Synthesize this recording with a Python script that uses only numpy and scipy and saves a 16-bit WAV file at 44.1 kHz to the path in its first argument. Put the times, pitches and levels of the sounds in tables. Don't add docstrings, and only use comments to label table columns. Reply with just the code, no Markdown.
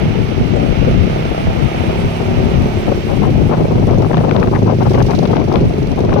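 import sys
import numpy as np
from scipy import signal
from scipy.fft import rfft, irfft
from scipy.io import wavfile
from scipy.ndimage import uniform_filter1d, minimum_filter1d

SR = 44100
rng = np.random.default_rng(int(sys.argv[2]) if len(sys.argv) > 2 else 0)


def elevation(decibels):
    levels = np.asarray(decibels, float)
    return 10 ** (levels / 20)


def transcribe(u):
    v = np.clip(np.atleast_2d(u).T, -1, 1)
    q = np.round(v * 32767).astype(np.int16)
    wavfile.write(sys.argv[1], SR, q)


N = 273420
TIME = np.arange(N) / SR
PORT_LAG = 22
MID_FIRING_HZ = 27.7

# (frequency [Hz], left port [dB], right port [dB])
CLATTER_COLOUR = [(1600, -20, -12), (2500, -12, -4), (4000, -8, 0), (6200, -13, -2), (7000, -22, -17),
                  (8100, -21, -36), (9500, -23, -24), (14000, -34, -22), (15600, -50, -30)]
# (frequency [Hz], left port [dB], right port [dB])
AIR_COLOUR = [(5000, -6, -15), (6800, 2, -8), (7700, 6, -9), (8200, 5, -13), (9300, 4, 0), (11000, 1, -1),
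              (12500, -4, -1), (14200, -12, 1.5), (15700, -30, -6)]


def curves(table):
    s, *columns = np.transpose(table)
    return [np.interp(TIME, s, column) for column in columns]


def unit(x):
    return x / np.sqrt(np.mean(x ** 2))


def band(x, hz, width):
    return signal.lfilter(*signal.iirpeak(hz, hz / width, fs=SR), x)


def dull(x, top_hz):
    return signal.sosfilt(signal.butter(4, top_hz, fs=SR, output="sos"), x)


def noise(low_hz, high_hz, top_hz, even_s):
    slopes = signal.butter(1, [low_hz, high_hz], "band", fs=SR, output="sos")
    x = dull(signal.sosfilt(slopes, rng.standard_normal(N)), top_hz)
    span = int(even_s * SR)
    power = uniform_filter1d(uniform_filter1d(x ** 2, span), span)
    return x / np.sqrt(power)


def walk(rate):
    k = int(SR / rate)
    steps = np.repeat(rng.standard_normal(N // k + 1), k)
    return unit(uniform_filter1d(uniform_filter1d(steps, k), k)[:N])


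def hiss(table, alike):
    hz, *port_db = np.transpose(table)
    f = np.log(np.arange(N // 2 + 1) * SR / N + 1)
    right, other = rng.standard_normal((2, N))
    left = alike * right + np.sqrt(1 - alike ** 2) * other
    ports = []
    for x, db in zip([left, np.roll(right, PORT_LAG)], port_db):
        colour = elevation(np.interp(f, np.log(hz), db, -60, -60))
        ports.append(irfft(rfft(x) * colour, N))
    return np.array(ports) / np.sqrt(np.mean(ports[1] ** 2))


def bumps(times, gains, lengths_s):
    power = np.zeros(N)
    for s, g, d in zip(times, gains, lengths_s):
        near = slice(max(int((s - 2 * d) * SR), 0), int((s + 2 * d) * SR))
        power[near] += g ** 2 * np.exp(-np.abs(1.8 * (TIME[near] - s) / d) ** 3)
    return np.sqrt(power)


def buffet(db, corner_hz, top_hz, flutter_db):
    return elevation(db + flutter_db * walk(30)) * noise(38.4, corner_hz, top_hz, 0.088)


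def lulls():
    # (time [s], depth with either sign [dB], length [ms])
    gaps = [(3.067, 5, 8), (3.315, -10, 22), (3.337, -11, 10), (3.373, -7, 9), (3.397, -2, 8),
            (3.429, -5, 7), (3.446, -3, 25), (3.503, -9, 6.3), (3.529, -8, 8), (3.559, -19, 17),
            (3.596, -4, 12), (3.639, -11, 9.7), (3.679, -10, 27), (3.765, -0.5, 16), (3.864, -5, 11),
            (4.022, -4, 8), (4.089, -15, 25), (4.126, -10, 6.1), (4.16, -19, 9.2), (4.227, -17, 12.8),
            (4.265, -4, 12), (4.337, -14, 15), (4.38, -7.5, 9), (4.46, -3, 19), (4.518, -2, 23),
            (4.603, -13, 21), (4.671, -10, 4), (4.933, -5, 7.2), (5.063, -10, 6.6), (5.125, -12, 6.1),
            (5.175, -9, 25), (5.269, -8, 12), (5.345, -1, 7), (5.386, -2, 6), (5.459, -1, 25),
            (5.51, -11, 8), (5.529, -9, 10), (5.592, -6.5, 20), (5.747, -9, 18), (5.818, -6, 22),
            (5.862, 0, 24), (5.898, -10, 13), (6.004, -2.5, 15), (6.072, -5, 20), (6.184, -6, 5.7)]
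    s, depth_db, ms = np.transpose(gaps)
    return elevation(-0.96 * bumps(s, depth_db, ms / 900))


def crowd(gust_db, swung):
    per_s = 20
    chance = rng.standard_normal((int(N / SR * per_s), 4)).T
    s = (np.arange(chance.shape[1]) + .5 + 0.13 * chance[0]) / per_s
    s = np.clip(s, 0, TIME[-1])
    base_db = (gust_db - 10.5 - 8.5 * swung)[(s * SR).astype(int)]
    return s, base_db + 3.5 * chance[1], -24 + 5 * chance[2], 12 * np.exp(1.07 * chance[3])


def snaps():
    # (time [s], level [dB], brightness [dB])
    tears = [(3.252, -26, -18), (3.5206, -24, -10), (3.5368, -25, -15), (3.899, -30, -9), (3.9446, -27, -2),
             (4.0267, -33, -15), (4.0466, -25, -14), (4.1152, -22, -17), (4.1325, -21, -16),
             (4.1443, -17, -5), (4.1705, -22.5, 1), (4.1807, -22, -2), (4.189, -28, -16), (4.205, -40, 9),
             (4.2944, -21, -6), (4.3123, -17, -1), (4.3284, -27, -9), (4.3526, -34, -12),
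             (4.3652, -15.5, 1.5), (4.3921, -30, -14), (4.4294, -15.5, -11), (4.434, -29, -6),
             (4.474, -23.5, -4), (4.55, -30, -3), (4.556, -22, -7), (4.5609, -19, -14), (4.6658, -31, -16),
             (4.6783, -33, -13), (4.694, -33, -11), (4.702, -27, -8), (4.7123, -24, -2), (4.8205, -24, -13),
             (4.8261, -26, -15), (4.946, -22, -11), (4.9506, -24, -2), (4.979, -27, -11), (5.0044, -20, -3),
             (5.011, -27, 2), (5.0205, -35, -10), (5.101, -25, -24), (5.1117, -29, -18), (5.1172, -24, -13),
             (5.134, -29, -14), (5.255, -25, 6), (5.2597, -30, 5.5), (5.3355, -30, -11), (5.3543, -25, -16),
             (5.3682, -21, 5.5), (5.3729, -32, -4), (5.419, -27, -20), (5.5022, -33, -12), (5.52, -28, -9),
             (5.5412, -28, -8), (5.558, -27, 13.5), (5.605, -31, 2), (6.0942, -23, -14), (6.108, -31, -7),
             (6.1297, -19, -17), (6.1777, -24, -12), (6.1918, -26, -14)]
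    s, db, bright_db = np.transpose(tears)
    lengths_s = np.full(len(s), 0.0018)
    snap = bumps(s, elevation(db + 6), lengths_s) * noise(730.0, 3000.0, 2500.0, 0.00077)
    tick = bumps(s, elevation(db + bright_db + 2.5), 0.8 * lengths_s) * noise(1950.0, 3050.0, 5900.0, 0.00089)
    return dull(snap, 2400.0) + dull(tick, 4900.0)


def eddies(small, gain):
    # (time [s], level [dB], brightness [dB], length [ms])
    timed = [(2.89, -9, -9, 19), (3.114, -15, -8, 43), (3.253, -15, -3, 17), (3.278, -17, -16, 32),
             (3.292, -9, -13, 7), (3.362, -12, -14, 51), (3.537, -10, 4, 47), (3.616, -7.5, -16, 37),
             (3.719, -10, -10, 20), (3.884, -8, -15, 7.6), (3.906, -8.5, -7, 32), (3.952, -13, -6, 5.3),
             (4.047, -2, 1, 3.5), (4.058, -10, -11, 73), (4.134, -12, -3, 17), (4.145, -14, 11, 8.5),
             (4.169, -8, -6, 34), (4.212, -16, -6, 25), (4.241, -6.5, -1, 15), (4.314, -10.5, -10, 130),
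             (4.37, -10, -4.5, 41), (4.432, -10.5, -2, 17.6), (4.444, -8, -14, 6.1), (4.476, -9, -11, 20),
             (4.553, -13, 0, 44), (4.703, -12.5, -4, 37), (4.82, -5, -3.5, 17), (4.867, -12.5, -1.5, 23),
             (4.947, -10, -5.5, 19), (4.96, -12, -4, 7), (5.002, -10.5, -5, 34), (5.018, 0, 1, 4),
             (5.107, -10.5, -0.5, 28), (5.133, -16, -1, 14), (5.244, -8, -8, 27), (5.295, -12, -22, 33),
             (5.313, -12, -7, 6), (5.401, -18.5, -5, 48), (5.416, -13, -12, 6), (5.543, -4, -16, 6),
             (5.562, -8.5, -6, 68), (5.628, -17, -19, 82), (5.765, -13, -22, 25), (5.886, -24, -31, 23),
             (5.915, -12.5, -27, 30), (5.992, -12.5, -13, 24), (6.078, -20, -3, 6.4),
             (6.098, -11, -13, 27), (6.177, -4, -3, 22), (6.194, -10, -10, 6)]
    # (time [s], level [dB], brightness [dB])
    further = [(2.924, -8, -7.5), (3.133, -11, -14), (3.177, -15, -25), (3.224, -10.5, -12), (3.236, -8, -1),
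               (3.33, -18, -7), (3.392, -15, -15), (3.417, -17, -15), (3.467, -14, -8), (3.501, -7, -11),
               (3.516, -8, -3), (3.584, -9.5, -19), (3.656, -4, -12), (3.669, -19, -4), (3.758, -13, -10),
               (3.787, -10.5, -13), (3.828, -14, -9), (3.843, -16, -3.5), (3.871, -18, -22),
               (3.937, -5, -4.5), (3.963, -15, -19), (3.977, -13, -17), (4.004, -4, -14), (4.029, -8, 2),
               (4.112, -6, -5), (4.274, -14, -9), (4.291, -12, -5), (4.327, -1, -12), (4.392, 1, -19),
               (4.536, -15, 2), (4.591, -10, -4), (4.625, -6.5, -23), (4.665, -8, -13), (4.678, -16, 1),
               (4.73, -6, -16), (4.743, -12, -21), (4.916, -7, -13), (4.979, -16, 4), (5.054, -17, -18),
               (5.147, -8, -12), (5.189, -3, -11), (5.336, -10, -1), (5.364, -4, -3), (5.44, -15, -20),
               (5.484, -13, -8), (5.502, -5, -10), (5.519, -5.5, -2), (5.614, -20, -16), (5.652, -21, -17),
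               (5.708, -15, -18), (5.733, -16, -12), (5.823, -10, -22), (5.844, -18, -26), (5.98, -17, -2),
               (6.024, -12.5, -19), (6.042, -10, -18), (6.057, -9, -8), (6.126, -11, -6), (6.139, -9, -7),
               (6.165, -4, -9)]
    # (time [s], level [dB], length [ms])
    swirls = [(.019, -13, 22), (.179, -15, 42), (.32, -13, 17), (.43, -17, 26), (.56, -10, 38),
              (.63, -9.5, 26), (.715, -16.5, 36), (.825, -5, 8), (.879, -5, 17), (1.01, -24, 27),
              (1.076, -5.5, 5.4), (1.27, -22, 37), (1.317, -13.5, 13), (1.407, -16.5, 8.3),
              (1.581, -17.5, 65), (1.9, -15.5, 21), (2.214, -11, 16), (2.405, -17.5, 53), (2.47, -8, 7.9),
              (3.285, -8.5, 27), (3.41, -19, 48), (3.78, -17, 41), (4.6, -9, 10), (5.187, 6, 9.8),
              (5.393, -12.5, 56), (5.625, -17, 33), (6.032, -20, 44)]
    further_rows = np.insert(further, [3], 9.3, axis=1).T
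    swirl_rows = np.insert(swirls, [2], -28, axis=1).T
    s, db, bright_db, ms = np.hstack([np.transpose(timed), further_rows, swirl_rows, small])
    grain = 0.9 * walk(150) + 0.3 * walk(60)
    body = bumps(s, elevation(db), ms / 800) * elevation(1.93 * grain) * noise(121.0, 446.0, 720.0, 0.01)
    body = np.where(TIME > 2.83, body, dull(body, 537))
    fast = bumps(s, elevation(db + bright_db - 3.4), ms / 900)
    edge = fast * elevation(3 * grain) * noise(640., 1000., 1300., .007)
    fray = fast * elevation(9.2 * walk(350) - 30.5) * noise(1400.0, 3600.0, 2200.0, 0.0033)
    return gain * (body + edge + fray)


def thumps():
    # (time [s], level [dB], length [ms])
    slow = [(0.072, -10.5, 40), (0.413, -3, 17), (0.912, -11, 62), (1.477, -12, 85), (2.06, -13, 42),
            (2.522, -20.5, 170), (2.644, -13, 39), (2.855, -20, 84), (3.358, -21, 180), (3.556, -29, 130),
            (3.644, -6, 17), (3.755, -10, 45), (4.221, -16, 55), (4.463, -16, 160), (4.556, -13, 41),
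            (4.986, -12.5, 83), (5.383, -13, 15), (5.641, -9, 103), (6.102, -9, 37)]
    s, db, ms = np.transpose(slow)
    return bumps(s, elevation(db), ms / 1000) * noise(48.0, 160.0, 243.0, 0.0084)


def exhaust(firing_hz, since, chance):
    # (time [s], exhaust boom [dB], rasp of the upper resonances [dB])
    load = [(0, -17.5, -30), (.5, -29.5, 4.5), (1, -18.5, -1), (1.4, -25, 4), (1.8, -21, 0.5),
            (2.2, -19, -8), (2.7, -18.5, -1), (2.95, -24, -11), (3.3, -16.5, -5), (3.7, -17.5, -10),
            (4.2, -16, 2.5), (4.5, -18, -0.5), (4.8, -11.5, -24), (5.1, -14.5, -18), (5.5, -18, -7),
            (6.2, -17, -18)]
    # (frequency [Hz], width [Hz], level [dB])
    low_modes = [(106.5, 17.8, 4.5), (127.8, 33.4, 2), (160.8, 24.4, 1), (259, 87, -3.5)]
    # (frequency [Hz], width [Hz], level [dB])
    upper_modes = [(370, 127, -5), (736, 216, -4.5), (864, 290, -7.5), (1260, 840, -14.5)]
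    # (time [s], tilt to the lowest [dB], second resonance [dB])
    fronts = [(0, 2.5, 6), (1.5, -2, -0.5), (2.5, .5, -0.5), (3.3, -1.5, 2.5), (3.65, -2, 2.5),
              (3.9, 3.5, -8), (4.0, 4.5, 3), (4.15, -5, -0.5), (4.3, 1, -3), (4.4, 5, -7.5),
              (4.55, 4.5, -5), (4.7, 1.5, -1.5), (4.95, 1.5, 2.5), (5.15, 0, 2), (5.35, -0.5, 2),
              (6.2, 2.5, -2)]
    # (delay [ms], level [dB])
    echoes = [(5, -8.5), (13, -8.5), (21, -9)]
    boom_db, upper_db = curves(load)
    lift = bumps([3.3], [1], [0.12])
    bark_db = -22 + 0.43 * (boom_db + 17.5) - 11.5 * lift
    puff = -np.exp(-since / .035) * elevation(2.2 * chance)
    puff = signal.sosfilt(signal.butter(2, 85, "high", fs=SR, output="sos"), puff)
    rough = puff + 0.75 * np.exp(-since / 0.2) * rng.standard_normal(N)
    speed_db = -0.27 * (firing_hz - MID_FIRING_HZ)
    tilt_db, middle_db = curves(fronts)
    shift_db = [tilt_db + speed_db, middle_db + speed_db, -tilt_db, -1.25 * speed_db]
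    boom, bark = np.zeros((2, N))
    for k, (hz, width, db) in enumerate(low_modes):
        boom += (-1) ** k * elevation(db + shift_db[k]) * band(puff, hz, width)
    for k, (hz, width, db) in enumerate(upper_modes):
        bark += (-1) ** k * elevation(db + (k > 0) * upper_db) * band(rough, hz, width)
    pipe = elevation(boom_db) * dull(unit(boom), 308.0) - elevation(bark_db) * dull(unit(bark), 1090.0)
    street = pipe.copy()
    for ms, db in echoes:
        delay_s = (ms + 0.54 * walk(1.55)) / 1000
        street += elevation(db) * np.interp(TIME - delay_s, TIME, pipe)
    return np.array([street, np.roll(street, PORT_LAG)])


def clatter(firing_hz, since, chance):
    # (middle [s], level [dB], length [s])
    rattles = [
        (4.93, -35.5, 0.053),
        (5.12, -38, 0.17),
        (5.15, -44, 0.8),
    ]
    # (time [s], level [dB])
    knocks = [(3.872, -33), (3.909, -40), (3.947, -37), (3.984, -37), (4.022, -31), (4.401, -28),
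              (4.591, -37), (4.819, -32), (4.833, -33), (4.898, -30), (4.936, -29), (4.989, -39),
              (5.027, -24.5), (5.067, -28), (5.108, -29), (5.149, -35), (5.19, -25.5), (5.232, -31),
              (5.274, -41), (5.316, -38), (5.357, -36), (5.399, -36), (5.527, -27.5), (5.54, -29),
              (5.83, -34), (5.873, -31), (5.918, -33), (6.006, -33), (6.14, -29), (6.185, -35)]
    beat = np.clip(0.015 * (40.6 - firing_hz), 0, 1)
    stroke = unit(np.exp(-since / .2) * elevation(1.8 * chance))
    valves = elevation(-41 + 0.25 * (firing_hz - MID_FIRING_HZ)) * np.sqrt(1 - beat + beat * stroke ** 2)
    s, db, length_s = np.transpose(rattles)
    shake = unit((.25 + np.exp(-since / .25)) * elevation(.6 * chance + 1.8 * walk(70)))
    panel = bumps(s, elevation(db), length_s) * shake
    s, db = np.transpose(knocks)
    panel = np.hypot(panel, bumps(s, elevation(db - 2.5), np.full(len(s), 0.0048)))
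    return np.hypot(valves, panel) * hiss(CLATTER_COLOUR, 0.19)


def engine():
    # (time [s], firing rate [Hz])
    firing = [(0.0, 29.85), (0.4, 31.96), (0.8, 31.93), (1.2, 32.19), (1.6, 32.55), (2.0, 33.5),
              (2.4, 34.4), (2.6, 35.3), (2.75, 35.2), (3.0, 32.94), (3.35, 26.47), (3.7, 26.45),
              (4.1, 26.78), (4.5, 26.07), (4.9, 24.88), (5.3, 24.02), (5.7, 23.21), (6.2, 21.38)]
    firing_hz = curves(firing)[0]
    turns = .33 + np.cumsum(firing_hz) / SR + .009 * walk(25)
    chance = rng.standard_normal(N // 1000)[turns.astype(int)]
    since = turns % 1
    return exhaust(firing_hz, since, chance) + clatter(firing_hz, since, chance)


def grit():
    # (time [s], level [dB])
    grains = [(1.6487, -37), (2.6224, -40), (3.2326, -38), (3.9848, -45), (4.2088, -46), (4.3116, -47),
              (4.4378, -39), (5.0654, -40), (5.1472, -48), (5.5248, -42), (5.5563, -47), (5.6101, -50),
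              (5.8711, -41), (5.9604, -44), (5.992, -38), (6.0496, -48)]
    s, db = np.transpose(grains)
    colour = hiss(AIR_COLOUR, 0.46) + elevation(8) * hiss(CLATTER_COLOUR, 0.4)
    return bumps(s, elevation(db - 5.5), np.full(len(s), 0.0017)) * colour


def road():
    # (time [s], air hiss [dB], tyre hiss off the walls [dB], roar of the surface [dB])
    speed = [(0, -57, -29.5, -28), (.4, -56.5, -29.5, -30.5), (.9, -55.5, -28, -30.5),
             (1.2, -55.5, -28.5, -30), (1.5, -54, -28.5, -30), (1.9, -52.5, -28, -26),
             (2.4, -53.5, -29.5, -27), (2.8, -52.5, -30, -26.5), (3.1, -53, -31, -36.5),
             (3.7, -55.5, -34, -29), (4.2, -57, -35.5, -49), (4.65, -58.5, -36.5, -39),
             (5.0, -54, -33, -40), (5.4, -60, -34.5, -42), (5.8, -57.5, -34.5, -36), (6.2, -61, -35.5, -40)]
    # (frequency [Hz], left port [dB], right port [dB])
    tyre_colour = [(900, -12, -12), (1100, -6, -5), (1350, -5, -2), (1750, -10, -4.5), (2250, -6.5, .5),
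                   (2900, -9, -2), (3500, -15, -8), (4200, -20, -15), (5500, -25, -23), (7000, -38, -46)]
    # (frequency [Hz], left port [dB], right port [dB])
    roar_colour = [(100, -19, -24), (248, -8, 4), (403, -23, -8), (650, 4, 1.5), (892, 0, 0.5),
                   (1080, -8, -13.5), (1276, -13, -4)]
    air_db, tyre_db, roar_db = curves(speed)
    tyres = elevation(tyre_db + 0.51 * walk(8.7)) * hiss(tyre_colour, 0.19)
    roar = elevation(roar_db + walk(6.26)) * hiss(roar_colour, 0.035)
    air = hiss(AIR_COLOUR, 0.024)
    lower = dull(air, 10200.0)
    air = elevation(3.2 * walk(50)) * lower + elevation(0.83 * walk(40)) * (air - lower)
    return tyres + roar + elevation(air_db) * air


def scene():
    # (time [s], gust level [dB])
    wind = [(0, -18), (.45, -10), (.85, -17.5), (1.2, -18.5), (1.55, -16), (2.2, -22.5), (2.62, -8.5),
            (2.84, -21.5), (2.9, -6), (2.96, -15), (3.08, -12.5), (3.2, -11), (3.55, -11.5), (4.2, -16),
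            (5.05, -17.5), (5.4, -12), (5.65, -15), (5.95, -16)]
    gust_db = curves(wind)[0]
    swung = np.interp(TIME, [2.5, 3.2], [0, 1])
    sheltered_db = -24.5 + 5.5 * swung + 3 * walk(2.87)
    gain = lulls()
    left = np.sqrt(gain) * buffet(gust_db, 162.0, 330.0, 5.6)
    left = left + eddies(crowd(gust_db, swung), gain) + snaps()
    right = buffet(sheltered_db, 95., 250., 2) + thumps()
    return np.array([left, right]) + engine() + road() + grit()


def roll_off(x):
    return signal.sosfilt(signal.butter(12, 15680, fs=SR, output="sos"), x)


def record(dry):
    ceiling = .89
    x = signal.sosfilt(signal.butter(2, 17, "high", fs=SR, output="sos"), dry)
    need = np.minimum(1, 1.1 * ceiling / (np.abs(x) + 1e-9))
    span = int(.004 * SR)
    x = x * uniform_filter1d(minimum_filter1d(need, 2 * span), span)
    x = x / (1 + (np.abs(x) / ceiling) ** 12) ** (1 / 12)
    return roll_off(x)


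dry = scene()
out = record(dry)
transcribe(out)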